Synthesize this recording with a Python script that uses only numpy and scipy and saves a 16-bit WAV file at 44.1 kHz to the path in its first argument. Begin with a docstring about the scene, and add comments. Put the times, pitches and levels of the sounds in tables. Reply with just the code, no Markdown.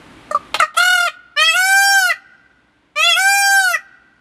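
"""Background noise rumbles and hisses; from a perch in a wire-mesh aviary a peacock gives a nasal double honk,
then coughs of air around a double yelp, while the background noise drops to a fainter level and stays there.
A short fluttering cry follows, then two long two-syllable wails that break upward and collapse at the end.
The voice is a stack of harmonics weighted by throat and beak, roughened by uneven cycles and hissing air;
each call is followed by early echoes, a brief dense scatter and a long faint ring."""
import sys
import numpy as np
from scipy import signal
from scipy.fft import rfft, irfft
from scipy.io import wavfile

SR = 44100
rng = np.random.default_rng(int(sys.argv[2]) if len(sys.argv) > 2 else 0)


def unload_audio(sound):
    """Save the sound as a 16-bit wav file, at the path given as the first command line argument."""
    columns = np.transpose(np.atleast_2d(sound))
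    # keep every value between -1 and 1, then stretch to whole-number steps
    steps = np.round(np.clip(columns, -1, 1) * 32767)
    wavfile.write(sys.argv[1], SR, steps.astype(np.int16))


N = 185440
TIME = np.arange(N) / SR

# relative weights of the upper harmonics in the clipped notes and the short cry: f/Hz, level/dB
CRY_TREBLE_COLOUR = [(4000, 11.5), (5100, -8.5), (5800, -4.5), (6400, -12.5), (7200, -4), (8000, -8),
                     (9000, -9), (11500, -10.5), (14500, -27.5), (15500, -31.5)]

# settings shared by the cries: the quick attack, and the collapse of pitch and roughness at the end
CRY_ATTACK_DB = 9.5
COLLAPSE_S, COLLAPSE_HZ, COLLAPSE_ROUGH = 0.016, 63.6, 0.24


def from_db(db):
    """Decibels become an amplitude ratio by the logarithmic law of level."""
    return 10 ** (np.asarray(db) / 20)


def rms_one(x):
    """Normalises a signal to unit mean-square power."""
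    return x / np.sqrt(np.mean(x ** 2) + 1e-20)


def at_hz(points, hz):
    """Interpolates a spectrum in dB along a logarithmic frequency axis, on which octaves are equal steps."""
    f, db = np.transpose(points)
    return np.interp(np.log(np.maximum(hz, 1)), np.log(f), db)


def butter(x, hz, kind, order=2):
    """Linear filtering with a maximally flat passband."""
    return signal.sosfilt(signal.butter(order, hz, kind, fs=SR, output="sos"), x)


def coloured_noise(spectrum, size=N):
    """Spectral shaping: white noise is weighted in frequency and brought to rms 1."""
    hz = np.fft.rfftfreq(size, 1 / SR)
    white = rfft(rng.standard_normal(size))
    return rms_one(irfft(white * from_db(at_hz(spectrum, hz)), size))


def wobble(rate_hz, size):
    """Low-passed noise as a random modulator, at most one second long, with rms 1 over that second."""
    slow = butter(rng.standard_normal(SR + SR // 4), rate_hz, "low")
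    return rms_one(slow[-SR:])[:size]


def share(weights):
    """Power addition: scales a group of harmonics to a joint power of 1."""
    return weights / np.sqrt(np.sum(weights ** 2, axis=0) + 1e-20)


def ramp(t, start, length):
    """A linear transition from 0 to 1 over a given time."""
    return np.clip((t - start) / length, 0, 1)


def bump(t, centre, half_length):
    """A Gaussian swell of height 1; half_length is its standard deviation."""
    return np.exp(-((t - centre) / half_length) ** 2 / 2)


def blend(a, b, amount):
    """Linear interpolation from a to b as the amount goes from 0 to 1."""
    return a + (b - a) * amount


def between(start, end):
    """The sample times of one call on the discrete time axis."""
    return TIME[(TIME >= start) & (TIME <= end)]


def background():
    """Broadband ambient noise, low-passed more once its level drops, with a faint narrow-band drone."""
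    # relative spectral density of the background noise: f/Hz, level/dB per Hz
    background_colour = [(25, -25), (60, 3), (90, -9.5), (118, 2), (150, -3.5), (290, 2.5), (430, -7.5),
                         (1100, -7.5), (2200, -11), (3600, -16), (5500, -26.5), (10500, -30),
                         (13000, -44.5), (15500, -47.5)]
    dropped = ramp(TIME, 0.62, 0.057)
    level = from_db(blend(-42.5, -58.5, dropped))
    air = coloured_noise(background_colour)
    dull = butter(air, 8300, "low", order=1)
    brightness = level / level.max()
    drone = rms_one(butter(rng.standard_normal(N + SR), [60, 69], "band")[SR:])
    return level * (dull + brightness * (air - dull)) + from_db(-80.0) * drone


def call(t, controls, treble_colour, beak_width_at_2800_hz, jitter, rasp,
         flutter=0., flutter_hz=39., crest_s=0., doubling_db=-70, waver_depth_db=2.0):
    """Source and filter: the syrinx buzzes, throat and beak weight its harmonics, strain roughens the cycles."""
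    # relative spectral density of the hiss of air in the throat: f/Hz, level/dB per Hz
    air_colour = [(150, -17), (600, -8.5), (1400, -11), (2800, -4.5), (4500, 4), (8000, 3.5), (11500, -2),
                  (15000, -13.5)]
    attack_s, release_s = .003, 0.0035
    notch_hz, notch_width_hz, notch_db = 3970, 75, 12
    span = (TIME >= t[0]) & (TIME <= t[-1])
    size = len(t)
    pitch, level_db, low_db, octave_db, beak_hz, beak_db, treble_db, rough = controls

    # in a flutter the membranes tighten slowly and slip back; they also tremble at random
    turn = 2 * np.pi * flutter_hz * (t - crest_s)
    slip = (flutter > 0) * ((1 + np.cos(turn)) / 2) ** 2
    pitch = pitch * (1 - flutter * (np.sin(turn) + 0.55 * np.sin(2 * turn)))
    rough = rough + 0.035 * slip
    trembling_pitch = pitch * (1 + jitter * rough * wobble(180, size))
    phase = 2 * np.pi * np.cumsum(trembling_pitch) / SR
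    k = np.arange(1, 27)[:, None]   # harmonic numbers
    hz = k * pitch

    # the beak resonance picks out the middle harmonics, whose levels waver slowly and independently
    beak_width = beak_width_at_2800_hz * (beak_hz / 2800) ** 2   # sharper the lower it lies
    waver_db = waver_depth_db * np.array([wobble(16, size) for _ in k])
    resonance = 1 / (1 + ((hz - beak_hz) / beak_width) ** 2)
    below_treble = 1 / (1 + (hz / 3620) ** 20)
    beak = share((k > 2) * from_db(waver_db) * resonance * below_treble)

    # above it stands a comb that brightens as the pitch first climbs, and dulls on any low note
    octaves_up = np.log2(hz / 4200)
    slack_db = -4.0 * np.clip((760 - np.maximum.accumulate(pitch)) / 100, 0, 2) * octaves_up
    slack_db += -2.5 * np.clip((690 - pitch) / 60, 0, 2) * octaves_up
    above_beak = 1 / (1 + (4280 / hz) ** 20)
    treble = share(from_db(at_hz(treble_colour, hz) + slack_db + waver_db) * above_beak)

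    # every slip of the membranes weakens the harmonics above the fundamental
    height = (k == 1) * from_db(low_db) + (k == 2) * from_db(octave_db - 4.0 * slip)
    height = height + beak * from_db(beak_db - 7 * slip) + treble * from_db(treble_db - 6.8 * slip)
    # any harmonic passing near 4 kHz is weakened by a narrow notch
    height = height * from_db(-notch_db * bump(hz, notch_hz, notch_width_hz))
    # each harmonic starts at a random phase, so the wave is full rather than spiky
    harmonics = np.cos(k * phase + rng.uniform(0, 2 * np.pi, k.shape))
    voice = np.sqrt(2) * np.sum(height * harmonics, axis=0)

    # uneven cycles put skirts on the lines, and air hisses through on every opening
    voice *= 1 + 0.074 * rough * wobble(110, size)
    air = coloured_noise(air_colour, size=SR)[:size] * (1 + np.cos(phase))
    voice += rasp * rough * from_db(treble_db - 10 * slip) * air

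    # late on a high note, alternate cycles differ: faint lines halfway between the harmonics
    progress = (t - t[0]) / (t[-1] - t[0])
    strain = np.clip((pitch - 740) / 50, 0, 1) * ramp(progress, .5, 0.12)
    half_lines = np.cos(5 / 2 * phase) + .45 * np.cos(7 / 2 * phase) + .45 * np.cos(11 / 2 * phase)
    voice += from_db(doubling_db) * strain * half_lines

    out = np.zeros(N)
    release = np.clip((t[-1] - t) / release_s, 0, 1)
    out[span] = voice * from_db(level_db) * ramp(t, t[0], attack_s) * release
    return out


def scrape(s, level_db, half_length_s, centre_hz):
    """Chaotic vibration: where the voice catches or changes register, band-passed noise rasps briefly."""
    band = [.82 * centre_hz, 1.2 * centre_hz]
    hiss = rms_one(butter(rng.standard_normal(N), band, "band"))
    return from_db(level_db) * bump(TIME, s, half_length_s) * hiss


def notes():
    """Damped harmonic tones: honks and yelps start with a scrape, hold briefly and fade as the pitch sags."""
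    # a double honk and a double yelp: start t/s, hold t/s, fade/(dB per s), starting pitch f/Hz,
    # fundamental level/dB, octave level/dB, beak resonance f/Hz, beak level/dB, treble level/dB,
    # roughness (0-1), opening scrape level/dB
    note_table = [(0.310, 0.0039, 800, 612, -19.5, -18.5, 1790, -27, -41.5, 0.42, -34.5),
                  (0.346, 0.0013, 803.5, 592.5, -19.5, -5.5, 2080, -41, -37, 0.37, -44),
                  (0.599, 0.0017, 800.5, 684, -16.5, -5, 2360, -12, -30.5, .55, -22),
                  (0.620, .012, 902, 634, -23, -11, 2020, -14, -33, .25, -34.5)]
    length_s, sag_hz_per_s = .05, 830
    scrape_half_s, scrape_hz = .0025, 7940
    out = np.zeros(N)
    for start, hold, fade, hz, *voice, scrape_db in note_table:
        t = between(start, start + length_s)
        pitch = hz - sag_hz_per_s * (t - start)
        level_db = -fade * np.maximum(t - start - hold, 0)
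        out += call(t, (pitch, level_db, *voice), CRY_TREBLE_COLOUR,
                    beak_width_at_2800_hz=250, jitter=0.059, rasp=1.3)
        out += scrape(start + 2 * scrape_half_s, scrape_db, scrape_half_s, scrape_hz)
    return out


def aviary(x):
    """Reflection and reverberation: slats and mesh mirror short waves; dense scatter and a faint ring decay."""
    # echoes off roof, floor and frame: delay t/s, gain (ratio, applied to the high-passed sound)
    echo_table = [(.0025, 0.22), (.0038, 0.033), (.0076, 0.062), (0.0103, 0.14), (0.0122, 0.21),
                  (.0193, 0.23), (0.0269, 0.027)]
    # relative spectrum of the lingering ring: f/Hz, level/dB
    ring_colour = [(200, -7.5), (750, -11), (1100, -4.5), (1550, -2.5), (2000, -6), (2600, -7.5),
                   (5000, -13.5), (9000, -29), (15000, -48)]
    scatter_db, scatter_t60_s = -11, .18
    ring_db, ring_t60_s = -30, 1.45
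    t = TIME[:2 * SR]
    mirrored = butter(x, 2000, "high", order=1)
    echoes = sum(gain * np.interp(TIME - delay, TIME, mirrored, left=0) for delay, gain in echo_table)
    scatter = butter(rng.standard_normal(len(t)), [1300, 8000], "band", order=1)
    scatter = scatter * from_db(-60 * t / scatter_t60_s) * (t > .005)
    ring = coloured_noise(ring_colour, size=len(t))
    ring = ring * from_db(-60 * t / ring_t60_s) * ramp(t, 0, 0.029)

    # each tail is scaled by its rms gain across the core of the voice
    hz = np.fft.rfftfreq(len(t), 1 / SR)
    core = (hz > 1200) & (hz < 5000)

    def unit_gain(tail):
        """Normalises the transfer function to unit mean-square gain in the core band."""
        return tail / np.sqrt(np.mean(np.abs(rfft(tail)[core]) ** 2))

    tail = from_db(scatter_db) * unit_gain(scatter) + from_db(ring_db) * unit_gain(ring)
    return x + echoes + signal.fftconvolve(x, tail)[:N]


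def coughs():
    """Turbulent noise: sudden puffs of air die exponentially, and the narrow throat adds a band-passed squeak."""
    # puffs of air: t/s, level/dB, decay time constant t/s
    puff_table = [(0.543, -8.5, 0.011), (0.595, -20.5, 0.0078), (0.743, -34, 0.026)]
    # relative spectral density of the puffs: f/Hz, level/dB per Hz
    cough_colour = [(60, -41), (200, -12), (450, -13.5), (650, 1.5), (1250, -1), (2000, -9.5), (3600, -3.5),
                    (4500, -14), (6000, -22.5), (9000, -23.5), (13000, -31), (15500, -40)]
    force = np.zeros(N)
    for s, db, decay in puff_table:
        onset = ramp(TIME, s, 0.00033)
        force += from_db(db) * onset * np.exp(-np.abs(TIME - s) / decay)
    squeak = rms_one(butter(rng.standard_normal(N), [3750, 4200], "band"))
    squeak = squeak * bump(TIME, .595, 0.0049)
    return force * coloured_noise(cough_colour) + from_db(-24) * squeak


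def short_cry():
    """Frequency modulation: a fluttering cry starts hoarse, clears and tires; the beak opens and shuts around it."""
    # pitch before flutter and the final collapse: t/s, f/Hz
    cry_pitch = [(0.77, 660), (0.79, 695.3), (0.828, 701), (0.838, 711), (0.856, 726.8), (0.944, 730.2),
                 (0.988, 704.3), (1.058, 698), (1.075, 659)]
    start, end = .766, 1.088
    fundamental_db, octave_db, treble_db = -24, -11, -23.5
    shut_hz, shut_db, shut_treble_db = 2250, -14, -5   # the last is relative to treble_db
    open_hz, open_db = 2900, -20.0
    opens_s, shuts_s = 0.02, .025   # the shutting movement takes the first half of shuts_s
    tires_s, fade_db_per_s = 0.92, 36.5
    hoarse, clear = 0.54, .09   # roughness 0-1

    t = between(start, end)
    collapse = ramp(t, end - COLLAPSE_S, COLLAPSE_S)
    opened = ramp(t, start, opens_s) - ramp(t, end - shuts_s, shuts_s / 2)
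    # it weakens as the air runs out
    tired_db = -fade_db_per_s * np.maximum(t - tires_s, 0)
    pitch = np.interp(t, *np.transpose(cry_pitch)) - COLLAPSE_HZ * collapse
    level_db = -CRY_ATTACK_DB * (1 - ramp(t, start, 0.0099)) - 6.5 * collapse
    rough = blend(hoarse, clear, ramp(t, .87 - .04, 0.12)) + COLLAPSE_ROUGH * collapse
    beak_hz = blend(shut_hz, open_hz, opened)
    beak_db = blend(shut_db, open_db + tired_db, opened)
    treble_db = treble_db + blend(shut_treble_db, tired_db, opened)
    controls = (pitch, level_db, fundamental_db, octave_db + tired_db, beak_hz, beak_db, treble_db, rough)
    # flutter is a share of the pitch; crest_s is the time of one crest of the slip
    voice = call(t, controls, CRY_TREBLE_COLOUR, beak_width_at_2800_hz=2200, jitter=.028, rasp=.5,
                 flutter=.012, flutter_hz=39.37, crest_s=.921, waver_depth_db=3.0)
    return voice + scrape(start + 0.014, level_db=-21, half_length_s=0.0072, centre_hz=9000)


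def wail(start, swell_s, end, nasal_db, gaping_db, top_treble_db, doubling_db, pitch_curve):
    """Register break and moving resonance: a nasal syllable leaps into an open one; beak shuts, voice collapses."""
    # relative weights of the upper harmonics: f/Hz, level/dB
    wail_treble = [(4000, 13.5), (4650, -4), (5500, -2), (6300, -5), (7100, -5), (7950, -3.5), (8700, -7.5),
                   (10400, -9), (11300, -12), (13600, -14.5), (14400, -18), (15200, -32)]
    # how strongly the two lowest harmonics carry at each frequency: f/Hz, level/dB
    fundamental_colour = [(560, -38), (615, -25.5), (650, -34.5), (688, -24), (722, -27), (765, -22),
                          (800, -17.5)]
    octave_colour = [(1120, -29.5), (1265, -19), (1315, -28.5), (1440, -12.5), (1520, -15), (1565, -15),
                     (1605, -19)]
    # first syllable: nasal, with a strong beak resonance that climbs with the pitch
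    nasal_pitch_hz, nasal_beak_hz, beak_per_pitch, nasal_treble_db = 637.6, 2704, 9.1, -24
    # second syllable: midway the beak gapes, so its resonance rises and weakens
    open_beak_hz, open_beak_db, gaping_beak_hz = 2288, -22.5, 2956
    top_pitch_hz, treble_db_per_hz = 796.7, 0.086   # the treble grows with the pitch
    break_hz, break_length_s, dip_lead_s = 708, .02, 0.011
    shut_beak_hz, shut_beak_db = 1990, -12.5

    t = between(start, end)
    collapse = ramp(t, end - COLLAPSE_S, COLLAPSE_S)
    pitch = np.interp(t, *np.transpose(pitch_curve)) - COLLAPSE_HZ * collapse
    # the register breaks when the pitch first climbs past its threshold
    break_s = t[np.argmax(pitch > break_hz)]
    opened = ramp(t, break_s - break_length_s / 2, break_length_s)
    gape = ramp(t, break_s + .22, 0.097)
    shut = ramp(t, end - 0.043, 0.019)

    # a quick attack of the whole voice, then a slower swell of beak and treble
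    level_db = -CRY_ATTACK_DB * (1 - ramp(t, start, 0.012)) - 13 * collapse
    swell_db = -11 * (1 - ramp(t, start, swell_s))

    # the beak resonance slackens and the treble dips just before the register changes
    dip_s = break_s - dip_lead_s
    nasal_hz = nasal_beak_hz + beak_per_pitch * (pitch - nasal_pitch_hz)
    beak_hz = blend(nasal_hz, blend(open_beak_hz, gaping_beak_hz, gape), opened)
    beak_db = blend(nasal_db + swell_db, blend(open_beak_db, gaping_db, gape), opened)
    beak_db = beak_db - 5 * bump(t, dip_s, break_length_s)
    open_treble_db = top_treble_db + treble_db_per_hz * (pitch - top_pitch_hz)
    treble_db = blend(nasal_treble_db + swell_db, open_treble_db, opened)
    treble_db = treble_db - 16.5 * bump(t, dip_s, break_length_s / 2)
    treble_db = treble_db + 3 * shut   # a last push of air as the beak shuts

    # roughness 0-1: a little throughout, more in the nasal syllable, at the break and at the end
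    rough = .035 + .06 * (1 - opened) + 0.34 * bump(t, break_s, break_length_s)
    rough = rough + COLLAPSE_ROUGH * collapse
    controls = (pitch, level_db, at_hz(fundamental_colour, pitch), at_hz(octave_colour, 2 * pitch),
                blend(beak_hz, shut_beak_hz, shut), blend(beak_db, shut_beak_db, shut), treble_db, rough)
    voice = call(t, controls, wail_treble, beak_width_at_2800_hz=520, jitter=.02, rasp=.6,
                 doubling_db=doubling_db, waver_depth_db=blend(6, 4, opened))
    break_scrape = scrape(break_s, level_db=-30, half_length_s=.014, centre_hz=10200)
    end_scrape = scrape(end - .053, level_db=-30.5, half_length_s=.01, centre_hz=11300)
    return voice + break_scrape + end_scrape


def wails():
    """Superposition of the two wails, each with its own pitch contour."""
    # start t/s, swell t/s, end t/s, nasal beak level/dB, gaping beak level/dB,
    # treble level at the top pitch/dB, period doubling level/dB
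    wail_table = [(1.361, .02, 2.130, -13, -28.5, -19.5, -51.5),
                  (2.956, 0.072, 3.768, -12.5, -32, -20.5, -49)]
    # one contour a wail, a low arch and then a high one, before the final collapse: t/s, f/Hz
    pitch_curves = [
        [(1.365, 571.4), (1.401, 617.4), (1.439, 639.4), (1.481, 656.5), (1.529, 644.3), (1.563, 720.6),
         (1.679, 770.4), (1.769, 786.4), (1.861, 793.6), (1.931, 791), (1.991, 775.8), (2.043, 730.5),
         (2.063, 720.4), (2.097, 687), (2.118, 645)],
        [(2.96, 578.5), (2.974, 593.7), (3.052, 682.4), (3.09, 694.5), (3.14, 650), (3.158, 660), (3.17, 707),
         (3.18, 719), (3.196, 754), (3.288, 792.6), (3.38, 799.9), (3.57, 785), (3.618, 768.5), (3.7, 706.3),
         (3.755, 641)],
    ]
    return sum(wail(*row, curve) for row, curve in zip(wail_table, pitch_curves))


def scene():
    """Superposition: the bird's calls resound in the aviary, over the background noise."""
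    bird = notes() + coughs() + short_cry() + wails()
    return (aviary(bird) + background())[None]


def record(dry):
    """Amplitude and band limiting: peaks beyond full scale are clipped, then a steep low-pass cuts the top."""
    lowpass = signal.ellip(12, .1, 90, 15300, fs=SR, output="sos")   # cutoff in Hz
    return signal.sosfilt(lowpass, np.clip(dry, -1, 1))


dry = scene()
out = record(dry)
unload_audio(out)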